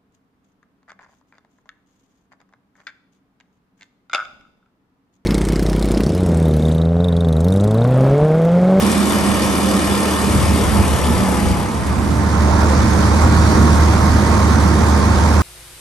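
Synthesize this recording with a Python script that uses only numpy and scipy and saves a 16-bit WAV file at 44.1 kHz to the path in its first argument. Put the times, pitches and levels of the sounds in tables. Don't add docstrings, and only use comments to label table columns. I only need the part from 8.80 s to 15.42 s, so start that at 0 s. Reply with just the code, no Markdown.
import sys
import numpy as np
from scipy import signal
from scipy.fft import rfft, irfft, next_fast_len
from scipy.io import wavfile
from scipy.ndimage import uniform_filter1d, map_coordinates

SR = 44100
rng = np.random.default_rng(int(sys.argv[2]) if len(sys.argv) > 2 else 0)


def bounce(signal):
    frames = np.transpose(np.atleast_2d(signal))
    limited = np.clip(frames, -1, 1)
    pcm = np.round(limited * 32767).astype(np.int16)
    wavfile.write(sys.argv[1], SR, pcm)


def natural_amplitude(level_db):
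    exponent = np.asarray(level_db, float) / 20
    return 10 ** exponent


N = 291942

# freq_hz, likeness (0-1), right_lead_rad
STERN_PORTS = [(210, .88, 0), (420, .65, -.3), (900, .85, -.5), (1400, .72, -.9), (1900, .6, -1.2),
               (2400, .8, -.6), (3500, .8, -.6), (4100, .45, -.6), (5200, .52, -.6), (6300, .68, -.1),
               (7100, .3, -.7), (7900, .78, -.7), (8550, .995, 0), (9400, .9, 0), (10200, .995, 0),
               (11000, .9, 0), (11700, .985, 0)]
# centre_s, rise_db, half_length_s
GUSTS = [(.72, 2, .2), (1.07, 3.5, 0.05), (1.68, 4.5, 0.11), (2.0, 4.5, 0.14), (2.33, 2.5, 0.11),
         (2.5, -3.5, .06), (2.69, 2.5, 0.06), (2.92, -6, .07), (4.04, 2.5, 0.27), (4.54, 7.5, 0.11),
         (4.89, 3, 0.21), (5.35, 2.5, 0.069), (6.18, 1, .25)]
# start_s, end_s
TURN_S = (1.43, 1.49)


def unit(x):
    return x / np.sqrt(np.mean(x ** 2) + 1e-20)


def curves(rows):
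    s, *cols = np.transpose(rows)
    return [np.interp(np.arange(N) / SR, s, c) for c in cols]


def ramp(start_s, end_s):
    return np.clip((np.arange(N) / SR - start_s) / (end_s - start_s), 0, 1)


def swells(rows):
    t = np.arange(N) / SR
    return sum(db * np.exp(-((t - s) / half_s) ** 2) for s, db, half_s in rows)


def wobble(rate):
    knots = rng.standard_normal(int(N * rate / SR) + 4)
    return map_coordinates(knots, [np.arange(N) * rate / SR])


def along(rows, hz):
    f, *cols = np.transpose(rows)
    return [np.interp(np.log(hz + 1), np.log(f), c) for c in cols]


def kinship(ports, hz):
    low_hz, high_hz = 8600, 11750
    f, alike, lead = np.transpose(ports)
    slip = np.clip((hz - low_hz) / (high_hz - low_hz), 0, 1)
    likeness = np.interp(np.log(hz + 1), np.log(f), alike * np.exp(1j * lead))
    return likeness * np.exp(2j * np.pi * slip)


def rush(colour, ports, edges_hz, patchy_db):
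    z = signal.stft(rng.standard_normal((2, N)), nperseg=512)[2]
    field = uniform_filter1d(rng.standard_normal(z.shape[1:]), 8, 0)
    field = uniform_filter1d(field, 8, 1)
    pair = signal.istft(z * natural_amplitude(patchy_db * unit(field)), nperseg=512)[1][:, :N]
    size = next_fast_len(N + 8192)
    a, b = rfft(unit(pair), size)
    hz = np.fft.rfftfreq(size, 1 / SR)
    left, right = natural_amplitude(along(colour, hz))
    alike = kinship(ports, hz)
    highpass = 1 + (edges_hz[0] / (hz + 1)) ** 12
    lowpass = 1 + (hz / edges_hz[1]) ** 12
    band = np.sqrt(SR / 2 / highpass / lowpass)
    other = alike * a + np.sqrt(np.abs(1 - np.abs(alike) ** 2)) * b
    return irfft(band * np.array([left * a, right * other]), size)[:, :N]


def tones(rows, turns, ports, unsteady_db, drift):
    out = np.zeros((2, N))
    speed = turns[-1] * SR / N
    for multiple, left_db, right_db in rows:
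        phase = 2 * np.pi * (multiple * turns + rng.random()) + drift * wobble(7)
        lead = np.angle(kinship(ports, multiple * speed))
        swell = np.sqrt(2) * natural_amplitude(unsteady_db * wobble(10))
        out += swell * natural_amplitude([[left_db], [right_db]]) * np.sin([phase, phase + lead])
    return out


def orders(rows, low, high):
    return [row for row in rows if low < row[0] <= high]


def propeller_blades(rows, speed, turns, ports, surge_db):
    pipe_hz, pipe_width_hz, off_resonance_db = 299, 8, -18
    detuning = (4 * speed - pipe_hz) / pipe_width_hz
    pipe_db = off_resonance_db * (1 - np.exp(-detuning ** 4))
    wash_rows = orders(rows, 1, 3.95) + orders(rows, 4, 5)
    wash = tones(wash_rows, turns, ports, unsteady_db=1.2, drift=.4)
    piped = tones(orders(rows, 3.95, 4), turns, ports, unsteady_db=1.2, drift=.3)
    return natural_amplitude(surge_db) * (wash + natural_amplitude(pipe_db) * piped)


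def churned_water(colour, ports, surge_db):
    noise_in_surge = .45
    return natural_amplitude(0.6 + noise_in_surge * surge_db) * rush(colour, ports, (150, 350), patchy_db=0.75)


def exhaust_roar(rows, turns, colour, ports, throb_db):
    whine_rows = orders(rows, 5, 11.5) + orders(rows, 12, 30)
    whine = tones(whine_rows, turns, ports, unsteady_db=2.8, drift=.55)
    return whine + natural_amplitude(0.16 + 0.4 * throb_db) * rush(colour, ports, (350, 2600), patchy_db=1.13)


def spray_hiss(colour, ports, throb_db, ticks_db):
    ticks = ticks_db * wobble(45)
    return natural_amplitude(0.2 + throb_db + ticks) * rush(colour, ports, (2600, 20000), patchy_db=1.22)


def cooling_fan(rows, speed, turns, ports):
    knee_turns_per_s, db_per_turn, most_db = 75, 2.2, 4.5
    fan_db = np.clip(db_per_turn * (knee_turns_per_s - speed), 0, most_db)
    return natural_amplitude(fan_db) * tones(orders(rows, 11.5, 12), turns, ports, unsteady_db=2.5, drift=.45)


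def engine(revs, rows, usual_db, trims_db, colours, ports, beat_db, second_db, ticks_db):
    # time_s, level_db
    load = [(0, -23.5), (.05, -23), (2.0, -23), (2.68, -24), (2.9, -28), (3.05, -28), (3.4, -26),
            (3.55, -24), (3.75, -22), (4.7, -20.8), (5.2, -21.5), (6.62, -22)]
    growths = [1, 0.87, .8, 0.99, 1.1, 0.34]
    # centre_s, change_db, half_length_s
    surges = [(0, -12, .02), (.12, 3, .15), (.42, 2, .12), (.58, -8, .015), (1.09, -6, .015), (1.2, -2, .1),
              (1.39, -6, .07), (1.52, 3, .05), (1.65, -6, .05), (1.76, 4, .04), (1.85, -5, .03),
              (1.93, 2, .04), (2.2, -6, .07), (2.42, 3, .05), (2.55, 4, .04), (2.68, 3, .04), (3.23, 1, .08),
              (4.83, 7, .09), (5.05, -2, .15), (5.9, 2, .3), (6.59, 2.5, .04)]
    speed = curves(revs)[0]
    turns = np.cumsum(speed) / SR
    churn, roar, spray = colours
    throb_db = beat_db * np.cos(np.pi * turns) + second_db * np.cos(2 * np.pi * turns + 1)
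    surge_db = swells(surges)
    layers = [
        tones(orders(rows, 0, 1), turns, ports, unsteady_db=.9, drift=.15),
        propeller_blades(rows, speed, turns, ports, surge_db),
        churned_water(churn, ports, surge_db),
        exhaust_roar(rows, turns, roar, ports, throb_db),
        spray_hiss(spray, ports, throb_db, ticks_db),
        cooling_fan(rows, speed, turns, ports),
    ]
    over_db = curves(load)[0] - usual_db
    return [natural_amplitude(growth * over_db + trim_db) * x for growth, trim_db, x in zip(growths, trims_db, layers)]


def trims(before, after, first_s, second_s, hum_in_gust):
    moves = 3 * [ramp(*first_s)] + 3 * [ramp(*second_s)]
    hum, *rest = [a + (b - a) * move for a, b, move in zip(before, after, moves)]
    return [hum + hum_in_gust * swells(GUSTS), *rest]


def deck(x):
    delay_s = 1 / 597
    before, after = 0.85, 0.26
    hz = np.fft.rfftfreq(N, 1 / SR)
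    band = 1 / np.sqrt((1 + (1150 / (hz + 1)) ** 8) * (1 + (hz / 3950) ** 16))
    echo = irfft(rfft(x[1]) * band * np.exp(-2j * np.pi * hz * delay_s), N)
    strength = before + (after - before) * ramp(1.4, 1.75)
    return np.array([x[0], x[1] + strength * echo])


def stern_view():
    # time_s, turns_per_s
    stern_revs = [(0, 77.4), (.3, 77.2), (.6, 75.75), (1, 75.3), (1.75, 75.8), (2.05, 74.4), (2.4, 72.9),
                  (2.85, 68.7), (3.6, 62)]
    # multiple_of_crank_speed, left_db, right_db
    stern_tones = [(0.999, -24, -23), (1.496, -41, -40), (2.34, -44, -34), (2.47, -32, -39),
                   (2.63, -25, -19), (3.005, -44, -32), (3.63, -41, -40), (3.817, -37, -30),
                   (4, -29, -27.5), (4.515, -34.5, -38.5), (4.996, -42, -37.5), (6.99, -39, -37),
                   (8.04, -46, -42), (10.1, -47, -40), (11.6, -40, -41), (12, -33.5, -40),
                   (13.61, -40, -51), (14.02, -37, -46), (14.4, -42, -47), (15.5, -49, -58),
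                   (16.23, -44, -48), (17, -47, -51), (17.52, -47, -39), (17.98, -43, -43), (19, -43, -59),
                   (19.9, -50, -50), (21.2, -44, -53), (23.96, -51, -42), (26.5, -62, -55)]
    # freq_hz, left_db_per_hz, right_db_per_hz
    stern_churn = [(120, -59, -50), (166, -50, -52), (194, -43, -38.5), (235, -46, -43),
                   (268, -51.5, -50.5), (330, -48.5, -47.5), (450, -50, -53)]
    stern_roar = [(268, -51.5, -39), (417, -50, -50), (595, -51.5, -53.5), (786, -54, -56.5),
                  (980, -52, -56), (1286, -56.5, -58.5), (1520, -59, -76), (1770, -61, -63),
                  (2070, -58.5, -63.5), (2400, -65.5, -63), (3000, -61, -62.5)]
    stern_spray = [(2200, -64, -65), (2900, -64, -67.5), (3380, -63.5, -65.5), (4100, -68.5, -69.5),
                   (4980, -62.5, -67.5), (5200, -68, -72.5), (5500, -65, -65.5), (6100, -68, -69.5),
                   (7200, -68, -70.5), (8600, -67, -67.5), (9650, -64, -64), (10140, -61.5, -61.5),
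                   (11420, -69, -69.5), (12800, -84, -84)]
    stern_before = [-6, 0.1, 0.2, 0.01, -0.04, -2.5]
    stern_after = [1, -2.5, 1, 0, -1.5, -0.5]
    # start_s, end_s
    spray_left_s = (0.96, 2.6)
    trims_db = trims(stern_before, stern_after, TURN_S, spray_left_s, hum_in_gust=0.9)
    layers = engine(stern_revs, stern_tones, -23, trims_db, (stern_churn, stern_roar, stern_spray),
                    STERN_PORTS, beat_db=1.2, second_db=1.15, ticks_db=0.44)
    return [deck(x) for x in layers]


def buffet():
    # freq_hz, level_db_per_hz
    rumble = [(20, -28), (32, -17.5), (50, -3), (75, 0.5), (110, 2.5), (150, -4.5), (200, -10.5),
              (300, -39)]
    sheltered_db, exposed_db, bow_wind_db = -30, -22.5, -21.5
    share = ramp(2.9, 3.4)
    colour = [(hz, db, db) for hz, db in rumble]
    stern = unit(rush(colour, [(80, .45, 0)], (10, 400), patchy_db=.8))
    bow = unit(rush(colour, [(30, .58, 0), (90, .84, 0)], (10, 400), patchy_db=.8))
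    bow = bow * natural_amplitude([[-.2], [.2]])
    stern_db = sheltered_db + (exposed_db - sheltered_db) * ramp(*TURN_S)
    wind = np.sqrt(1 - share) * natural_amplitude(stern_db) * stern + np.sqrt(share) * natural_amplitude(bow_wind_db) * bow
    return natural_amplitude(swells(GUSTS)) * wind


def strikes():
    # start_s, peak_db
    stem_hits = [(0.0653, -13), (0.1166, -11.5), (0.2718, -17), (0.2972, -13), (0.3226, -14), (0.3496, -17),
                 (0.6634, -17), (1.7769, -16), (3.0694, -24)]
    gain_db, t60_s, low_hz = 0.5, 0.022, 3500
    out, t = np.zeros(N), np.arange(SR // 20) / SR
    for s, db in stem_hits:
        decay = natural_amplitude(db + gain_db - 60 * t / t60_s)
        out[round(s * SR):][:len(t)] += decay * rng.standard_normal(len(t))
    hz = np.fft.rfftfreq(N, 1 / SR)
    bright = rfft(out) / (1 + (low_hz / (hz + 1)) ** 4) / (1 + (hz / 12000) ** 16)
    return irfft(bright * np.array([np.ones(len(hz)), kinship(STERN_PORTS, hz)]), N)


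def bow_view():
    # time_s, turns_per_s
    bow_revs = [(2.9, 74.85), (3.7, 75.65), (4.0, 75.35), (4.25, 76.4), (4.55, 79.55), (5.0, 77.2),
                (5.6, 77.4), (6.2, 76.4), (6.62, 76.85)]
    # multiple_of_crank_speed, left_db, right_db
    bow_tones = [(0.5, -38, -37), (0.9933, -15, -12.5), (1.318, -28.5, -25), (1.483, -39, -30.5),
                 (2.001, -36.5, -30), (2.294, -39, -32), (2.463, -50, -36), (2.65, -25.5, -21.5),
                 (3.023, -30.5, -27.5), (3.62, -33.5, -38), (3.933, -30.5, -33), (4.03, -35.5, -32.5),
                 (4.5, -60, -34.5), (5, -50, -39.5), (6.5, -46, -42), (7.01, -49, -46), (7.99, -46, -38),
                 (9.5, -43, -41), (10, -52, -44), (10.5, -46, -40), (12, -36, -30), (13.5, -39, -37),
                 (14, -37.5, -33), (15.63, -47, -40.5), (16.02, -41, -40), (18.07, -47, -37.5),
                 (20.15, -42.5, -44), (24.5, -63, -57), (27.3, -57, -56)]
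    # freq_hz, left_db_per_hz, right_db_per_hz
    bow_churn = [(120, -47, -39), (165, -41, -41), (206, -44.5, -37.5), (237, -42.5, -40),
                 (264, -46.5, -44.5), (328, -46, -44), (450, -48.5, -48)]
    bow_roar = [(270, -44, -41.5), (410, -52, -49.5), (550, -51.5, -51.5), (720, -55, -50.5),
                (900, -53.5, -47.5), (1100, -55, -49), (1300, -57.5, -51), (1490, -60, -54.5),
                (1880, -64.5, -56.5), (2320, -68.5, -61), (2830, -69, -68), (3300, -70, -67)]
    bow_spray = [(2340, -68, -60), (2880, -69.5, -69.5), (3480, -69.5, -67.5), (4000, -68.5, -67.5),
                 (4800, -67.5, -67), (5800, -66, -68.5), (6700, -67.5, -69), (7400, -73, -70.5),
                 (8500, -74.5, -74.5), (9600, -73, -71.5), (10240, -69, -69), (11470, -79.5, -78.5),
                 (12350, -85, -85), (12800, -100, -100)]
    # freq_hz, likeness (0-1), right_lead_rad
    bow_ports = [(150, .9, -.1), (450, .66, -.4), (850, .92, -1.4), (1500, .8, 0), (2150, .05, -1),
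                 (2700, .62, 3), (3250, .15, 2), (3800, .55, .5), (4900, .3, -.7), (5400, .4, 1),
                 (6500, .42, -.7), (7400, .12, -3), (8550, .8, 0), (9400, .8, 0), (10200, .996, 0),
                 (11000, .85, 0), (11700, .999, 0)]
    bow_before = [-2.5, -1, -0.3, 0.2, -1, -3]
    bow_after = [-1, -1.1, -1.1, 0.045, 0.39, 0.28]
    # start_s, end_s
    settle_s = (3.44, 3.55)
    spray_back_s = (3.7, 4.6)
    trims_db = trims(bow_before, bow_after, settle_s, spray_back_s, hum_in_gust=0.041)
    return engine(bow_revs, bow_tones, -21.5, trims_db, (bow_churn, bow_roar, bow_spray),
                  bow_ports, beat_db=0.9, second_db=-1.2, ticks_db=0.5)


def scene():
    # start_s, end_s
    dissolve = [(2.93, 3.15), (2.55, 3.07), (2.64, 3.02), (2.7, 3.46), (2.38, 3.58), (2.68, 2.95)]
    stern, bow = stern_view(), bow_view()
    out = buffet() + strikes()
    for near, far, span in zip(stern, bow, dissolve):
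        share = ramp(*span)
        out = out + np.sqrt(1 - share) * near + np.sqrt(share) * far
    return out


def starve(x, under_db, quiet_db, ragged_db):
    mid_side = np.array([x[0] + x[1], x[0] - x[1]]) / 2
    hz, t, z = signal.stft(mid_side, SR, nperseg=2048)
    bands = np.abs(z[:, :1024].reshape(2, 64, 16, -1)) ** 2
    level = np.repeat(np.sqrt(bands.mean(2)), 16, axis=1)
    whim_db = ragged_db * rng.standard_normal(bands.shape[:2] + bands.shape[3:])
    level = level * natural_amplitude(np.repeat(whim_db, 16, axis=1))
    audible = (level > natural_amplitude(under_db) * level[::-1]) & (level > natural_amplitude(quiet_db))
    keep = audible | (hz[:1024, None] < 2500)
    kept = z * np.pad(keep, ((0, 0), (0, 1), (0, 0)))
    mid, side = signal.istft(kept, SR, nperseg=2048)[1][:, :N]
    return np.array([mid + side, mid - side])


def top_cut(x):
    return signal.sosfilt(signal.butter(12, 12930, fs=SR, output="sos"), x)


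def record(dry):
    soft = dry / (1 + np.abs(dry / .95) ** 5) ** (1 / 5)
    thinned = starve(soft, under_db=-14, quiet_db=-74, ragged_db=3)
    return top_cut(thinned)


dry = scene()
out = record(dry)
bounce(out)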